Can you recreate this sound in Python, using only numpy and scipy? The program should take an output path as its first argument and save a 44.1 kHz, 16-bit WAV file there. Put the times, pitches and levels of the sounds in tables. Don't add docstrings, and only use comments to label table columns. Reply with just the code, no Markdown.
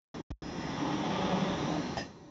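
import sys
import numpy as np
from scipy import signal
from scipy.fft import rfft, irfft
from scipy.io import wavfile

SR = 44100
rng = np.random.default_rng(int(sys.argv[2]) if len(sys.argv) > 2 else 0)


def persist_wave(psi):
    counts = np.round(np.clip(psi, -1, 1) * 32767).astype(np.int16)
    wavfile.write(sys.argv[1], SR, np.atleast_2d(counts).T)


N = 101429
T = np.arange(N) / SR
HZ = np.maximum(np.arange(N // 2 + 1) * SR / N, 1)


def amp(db):
    return 10 ** (np.asarray(db) / 20)

def unit(x):
    return x / np.sqrt(np.mean(x ** 2))

def noise():
    return rng.standard_normal(N)

def curve(rows):
    return np.interp(T, *np.array(rows).T)

def wander(rate_hz):
    return unit(irfft(rfft(noise()) * np.exp(-(HZ / rate_hz) ** 2), N))

def phase_of(hz):
    return 2 * np.pi * np.cumsum(hz) / SR

def colour(x, points):
    hz, db = np.array(points).T
    return unit(irfft(rfft(x) * amp(np.interp(np.log(HZ), np.log(hz), db)), N))

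def resonance(x, hz, width):
    return unit(irfft(rfft(x) / (1 + 1j * (HZ / hz - hz / HZ) * hz / width / 2) ** 2, N))

def swell(peak_s, half_s):
    return 1 / (1 + ((T - peak_s) / half_s) ** 2 / 4) ** 4

def singing(peak_s, half_s, hz, width_hz, db):
    return amp(db) * swell(peak_s, half_s) * resonance(noise(), hz, width_hz)

def decay(start, fade_s):
    return (T > start) * np.exp(-np.log(1000) * np.maximum(T - start, 0) / fade_s)

def ring(start, hz, fade_s, waver=0):
    return np.sin(2 * np.pi * hz * (T - start) + waver) * decay(start, fade_s)

def panels(x, fade_s=.14, above_hz=600):
    tail = noise() * np.exp(-np.log(1000) * T / fade_s)
    response = rfft(tail / np.sqrt(np.sum(tail ** 2)))
    share = amp(-1) * HZ ** 2 / (HZ ** 2 + above_hz ** 2)
    return irfft(rfft(x) * (1 + share * response) / np.hypot(1, share), N)


# start_s, end_s, fade_out_s
GAPS = [(-.1, .1425, .002), (.21, .305, .003), (.317, .421, .0012)]

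def dropouts(x, return_s=.0021):
    muted = 0
    for start, end, fade_out in GAPS:
        leaving = 1 - np.exp(-np.maximum(T - start, 0) / fade_out)
        muted += leaving * np.clip((end - T) / return_s + .5, 0, 1)
    return x * (1 - muted + muted * amp(-67))

# pitch_hz, level_db
IDLE_TONES = [(301.5, -58.5), (398.4, -69.5), (576.0, -65.5), (963.6, -72.5)]
# pitch_hz, relative_db
IDLE_SHAPE = [(30, -25), (90, -0.5), (150, -4.5), (300, -3), (500, -14), (1000, -16.5), (1500, -28),
              (3000, -35.5), (4100, -25.5), (4600, -32), (5200, -33.5), (6000, -25), (6500, -39.5),
              (7400, -41.5)]

def idle():
    hum = sum(amp(db + 2 * wander(8.2)) * np.sin(2 * np.pi * hz * T) for hz, db in IDLE_TONES)
    return hum + amp(-52.5) * colour(panels(noise()), IDLE_SHAPE)

# time_s, gain_db
MOTOR_EFFORT = [(.14, 2), (.21, -4.5), (.43, -2), (.65, 3), (1.2, 2.5), (1.75, 4), (1.98, 1), (2.06, -7.5),
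                (2.15, -15.5), (2.3, -23.5)]
# pitch_hz, relative_db
MOTOR_SHAPE = [(18, -52), (30, -19.5), (87, -5.5), (117, -11.5), (157, 2.5), (300, -2), (444, -9.5),
               (656, -9), (719, -11), (845, -11.5), (1280, -17), (1980, -22.5), (2550, -24.5),
               (3610, -23.5), (4400, -30), (4800, -33.5), (5210, -22.5), (7360, -40), (9570, -73),
               (16200, -120)]
# pitch_hz, width_hz, level_db
MOTOR_WHINE = [(3284, 22, -69), (5953, 8, -73)]
# time_s, level_db
MOTOR_WHISTLE = [(.4, -74), (.65, -63), (1.2, -61), (1.75, -61.5), (1.98, -67), (2.15, -90)]

def motor(whistle_hz=5753):
    rumble = amp(-40.5) * colour(panels(noise()), MOTOR_SHAPE)
    whine = sum(amp(db) * resonance(noise(), hz, width) for hz, width, db in MOTOR_WHINE)
    whistle_gain = amp(curve(MOTOR_WHISTLE) + 2 * wander(7.8))
    whistle = whistle_gain * np.sqrt(2) * np.sin(2 * np.pi * whistle_hz * T)
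    engage = singing(peak_s=.1, half_s=.4, hz=276, width_hz=169.5, db=-43.5)
    return engage + (rumble + whine) * amp(curve(MOTOR_EFFORT)) + whistle

# start_s, pitch_hz, level_db, fade_s
LOW_THUMPS = [(0.3051, 150, -27.5, .03), (0.3125, 52.6, -27.5, 0.085), (0.429, 62.6, -39, 0.13)]

def thumps():
    return sum(amp(db) * ring(start, hz, fade) for start, hz, db, fade in LOW_THUMPS)

# peak_s, half_length_s, pitch_hz, glide_hz_per_s, level_db
GUIDE_WHISTLES = [(.48, .055, 5115, 0, -51), (.66, .1, 5122, 0, -56), (1.62, .12, 4100, 250, -60),
                  (1.87, .12, 4158, 0, -57.5)]

def guide_whistle():
    out = np.zeros(N)
    for peak, half, hz, glide, db in GUIDE_WHISTLES:
        phase = phase_of(hz + glide * (T - peak)) + .45 * wander(30)
        out += amp(db + 2 * wander(27)) * swell(peak, half) * np.sin(phase)
    return out

# peak_s, half_length_s, pitch_hz, width_hz, level_db
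BEARING_SQUEALS = [(.67, .13, 5272, 20, -63), (.52, .12, 5432, 20, -68), (.68, .15, 1960, 130, -54),
                   (1.66, .2, 5930, 300, -61), (1.88, .08, 5135, 40, -64)]

def bearing_squeal():
    return sum(singing(*row) for row in BEARING_SQUEALS)

def ball_ticks(per_s=4000, spread_db=1.5):
    hits = rng.random(N) < per_s / SR
    return hits * noise() * amp(spread_db * noise())

# pitch_hz, relative_db
ROAR_SHAPE = [(24, -46), (40, -26.5), (65, -22), (102, -8.5), (150, -5.5), (190, -4.5), (250, -9),
              (298, -5.5), (422, -10), (537, -7.5), (639, -7), (849, -7.5), (1060, -10.5), (1260, -14.5),
              (1430, -17), (1940, -19.5), (2940, -22), (3500, -24.5), (4460, -29.5), (5920, -30.5),
              (7360, -58)]
# pitch_hz, width_hz, full_speed_db, speed_power
FRAME_RINGS = [(153, 30, -49.5, 1.4), (295.8, 11, -47.5, 1.3), (399.7, 16, -46, 1.1), (554, 38, -43, 2.6),
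               (581, 15, -45, 2.7), (747, 28, -47.5, 0.77), (851.3, 17, -47, 1.3), (1029, 5.6, -57.5, 1.1),
               (1180, 15, -52.5, 6.8), (1867, 110, -57.5, 0.44), (2230, 16, -64, 0.58),
               (3420, 400, -52.5, 2.8)]

def rolling(speed):
    roar = amp(-36.5) * speed ** 1.6 * colour(panels(ball_ticks()), ROAR_SHAPE)
    frame = sum(amp(db) * speed ** power * resonance(ball_ticks(), hz, width)
                for hz, width, db, power in FRAME_RINGS)
    hiss = panels(singing(peak_s=5.5, half_s=.55, hz=5895, width_hz=478, db=-41.5))
    flutter = amp(.2 * wander(45))
    return (roar + frame) * flutter + hiss * amp(curve(MOTOR_EFFORT))

# multiple_of_tooth_rate, relative_db
BELT_TONES = [(1, 7), (2, 5), (3, -9.5)]

def belt(speed, full_speed_hz=195.2, wobble=.024):
    phase = phase_of(full_speed_hz * speed * (1 + wobble * wander(57)))
    hum = sum(amp(db + 2 * wander(22)) * np.sin(multiple * phase) for multiple, db in BELT_TONES)
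    return amp(-50) * speed * hum

# time_s, pitch_hz
WHIRR_PATH = [(.6, 3400), (1.35, 3380), (1.55, 3520), (1.7, 3740), (1.82, 4130), (2.0, 4170)]

def rail_whirr(speed, width_hz=810):
    phase = phase_of(curve(WHIRR_PATH))
    whirr = wander(width_hz / 2) * np.sin(phase) + wander(width_hz / 2) * np.cos(phase)
    return amp(-49.5) * speed ** 1.3 * whirr

# peak_s, half_length_s, pitch_hz, width_hz, level_db
PANEL_SWELLS = [(0.885, 0.12, 299.4, 23, -38), (0.878, 0.12, 917, 170, -41.5), (1.755, 0.082, 309, 17, -39),
                (1.6, .09, 152, 25, -44)]

def panel_drone():
    return sum(singing(*row) for row in PANEL_SWELLS)

# start_s, level_db
LOOSE_KNOCKS = [(1.035, -30), (1.325, -30), (1.674, -32.5), (1.701, -30), (1.742, -33), (1.764, -33)]
# pitch_hz, width_hz, relative_db
KNOCK_BANDS = [(576, 76, -12), (694, 74, -6), (800, 74, -11)]

def rattle():
    body = sum(amp(db) * resonance(noise(), hz, width) for hz, width, db in KNOCK_BANDS)
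    return body * sum(amp(db) * decay(start, fade_s=.1) for start, db in LOOSE_KNOCKS)

# peak_s, level_db, half_length_s
BOOM_SURGES = [(1.135, -38, .03), (1.25, -36.5, .17), (1.248, -31, .022), (1.345, -27.5, .017),
               (1.431, -25, .014), (1.49, -39, .03)]

def frame_boom(pitch_hz=189, waver=.015):
    note = np.sin(phase_of(pitch_hz * (1 + waver * wander(13))))
    return note * sum(amp(db) * swell(peak, half) for peak, db, half in BOOM_SURGES)

# start_s, thud_db, metal_db
STOP_HITS = [(1.9706, -28.5, -42.5), (1.982, -44, -37.5), (1.996, -49, -42), (2.013, -52, -47.5),
             (2.029, -46, -52)]
# pitch_hz, relative_db, fade_s
THUD_TONES = [(211, -9, 0.25), (580, -21, .08), (690, -2.5, 0.081), (798, -2, 0.061)]
# pitch_hz, relative_db, fade_s
METAL_TONES = [(1765, -10, 0.11), (1786, -4.5, 0.13), (1829, -1, 0.12), (1900, -13.5, 0.42),
               (2707, -10, 0.2), (3040, -7.5, 0.091), (3170, -17, 0.13), (4120, -18.5, 0.58),
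               (4965, -4.5, 0.12), (5070, -3.5, .09), (5240, -17, 0.08), (5460, -24, 0.1),
               (6060, -16, 0.32)]
# pitch_hz, relative_db
CRACK_SHAPE = [(100, 11.5), (750, 12), (1200, -14.5), (3000, -1),
               (4500, -6), (5200, .5), (6200, -4.5), (7400, -13)]

def clunk(crack_s=.042):
    out = np.zeros(N)
    for hz, db, fade in THUD_TONES:
        out += sum(amp(thud_db + db) * ring(start, hz, fade) for start, thud_db, _ in STOP_HITS)
    for hz, db, fade in METAL_TONES:
        chatter = .7 * wander(90)
        for start, _, metal_db in STOP_HITS:
            pitch = hz * (1 + .006 * rng.standard_normal())
            out += amp(metal_db + db) * ring(start, pitch, fade, chatter)
    age = T - STOP_HITS[0][0]
    crack = colour(noise(), CRACK_SHAPE) * (age > 0) * np.exp(-np.abs(age) / crack_s)
    return out + amp(-35.5) * crack

# time_s, share_of_full_speed
TABLE_SPEED = [(0, .1), (.43, 0.11), (.6, 0.3), (.75, 0.5), (.86, 0.8), (1.0, 0.76), (1.15, 0.99),
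               (1.3, 0.97), (1.44, 0.93), (1.56, 0.83), (1.7, 0.72), (1.82, 0.49), (1.95, 0.44),
               (2.05, 0.0094), (2.3, 0.0064)]

def scene():
    speed = curve(TABLE_SPEED)
    bearings = rolling(speed) + panel_drone() + bearing_squeal()
    drive = belt(speed) + frame_boom() + motor()
    guides = rail_whirr(speed) + guide_whistle()
    return (bearings + drive + guides + rattle() + clunk() + idle())[None]

def record(dry):
    low_cut = signal.butter(2, 33, "high", fs=SR, output="sos")
    high_cut = signal.ellip(12, .2, 80, 7500, fs=SR, output="sos")
    out = dropouts(dry) + thumps()
    return signal.sosfilt(high_cut, signal.sosfilt(low_cut, out))


dry = scene()
out = record(dry)
persist_wave(out)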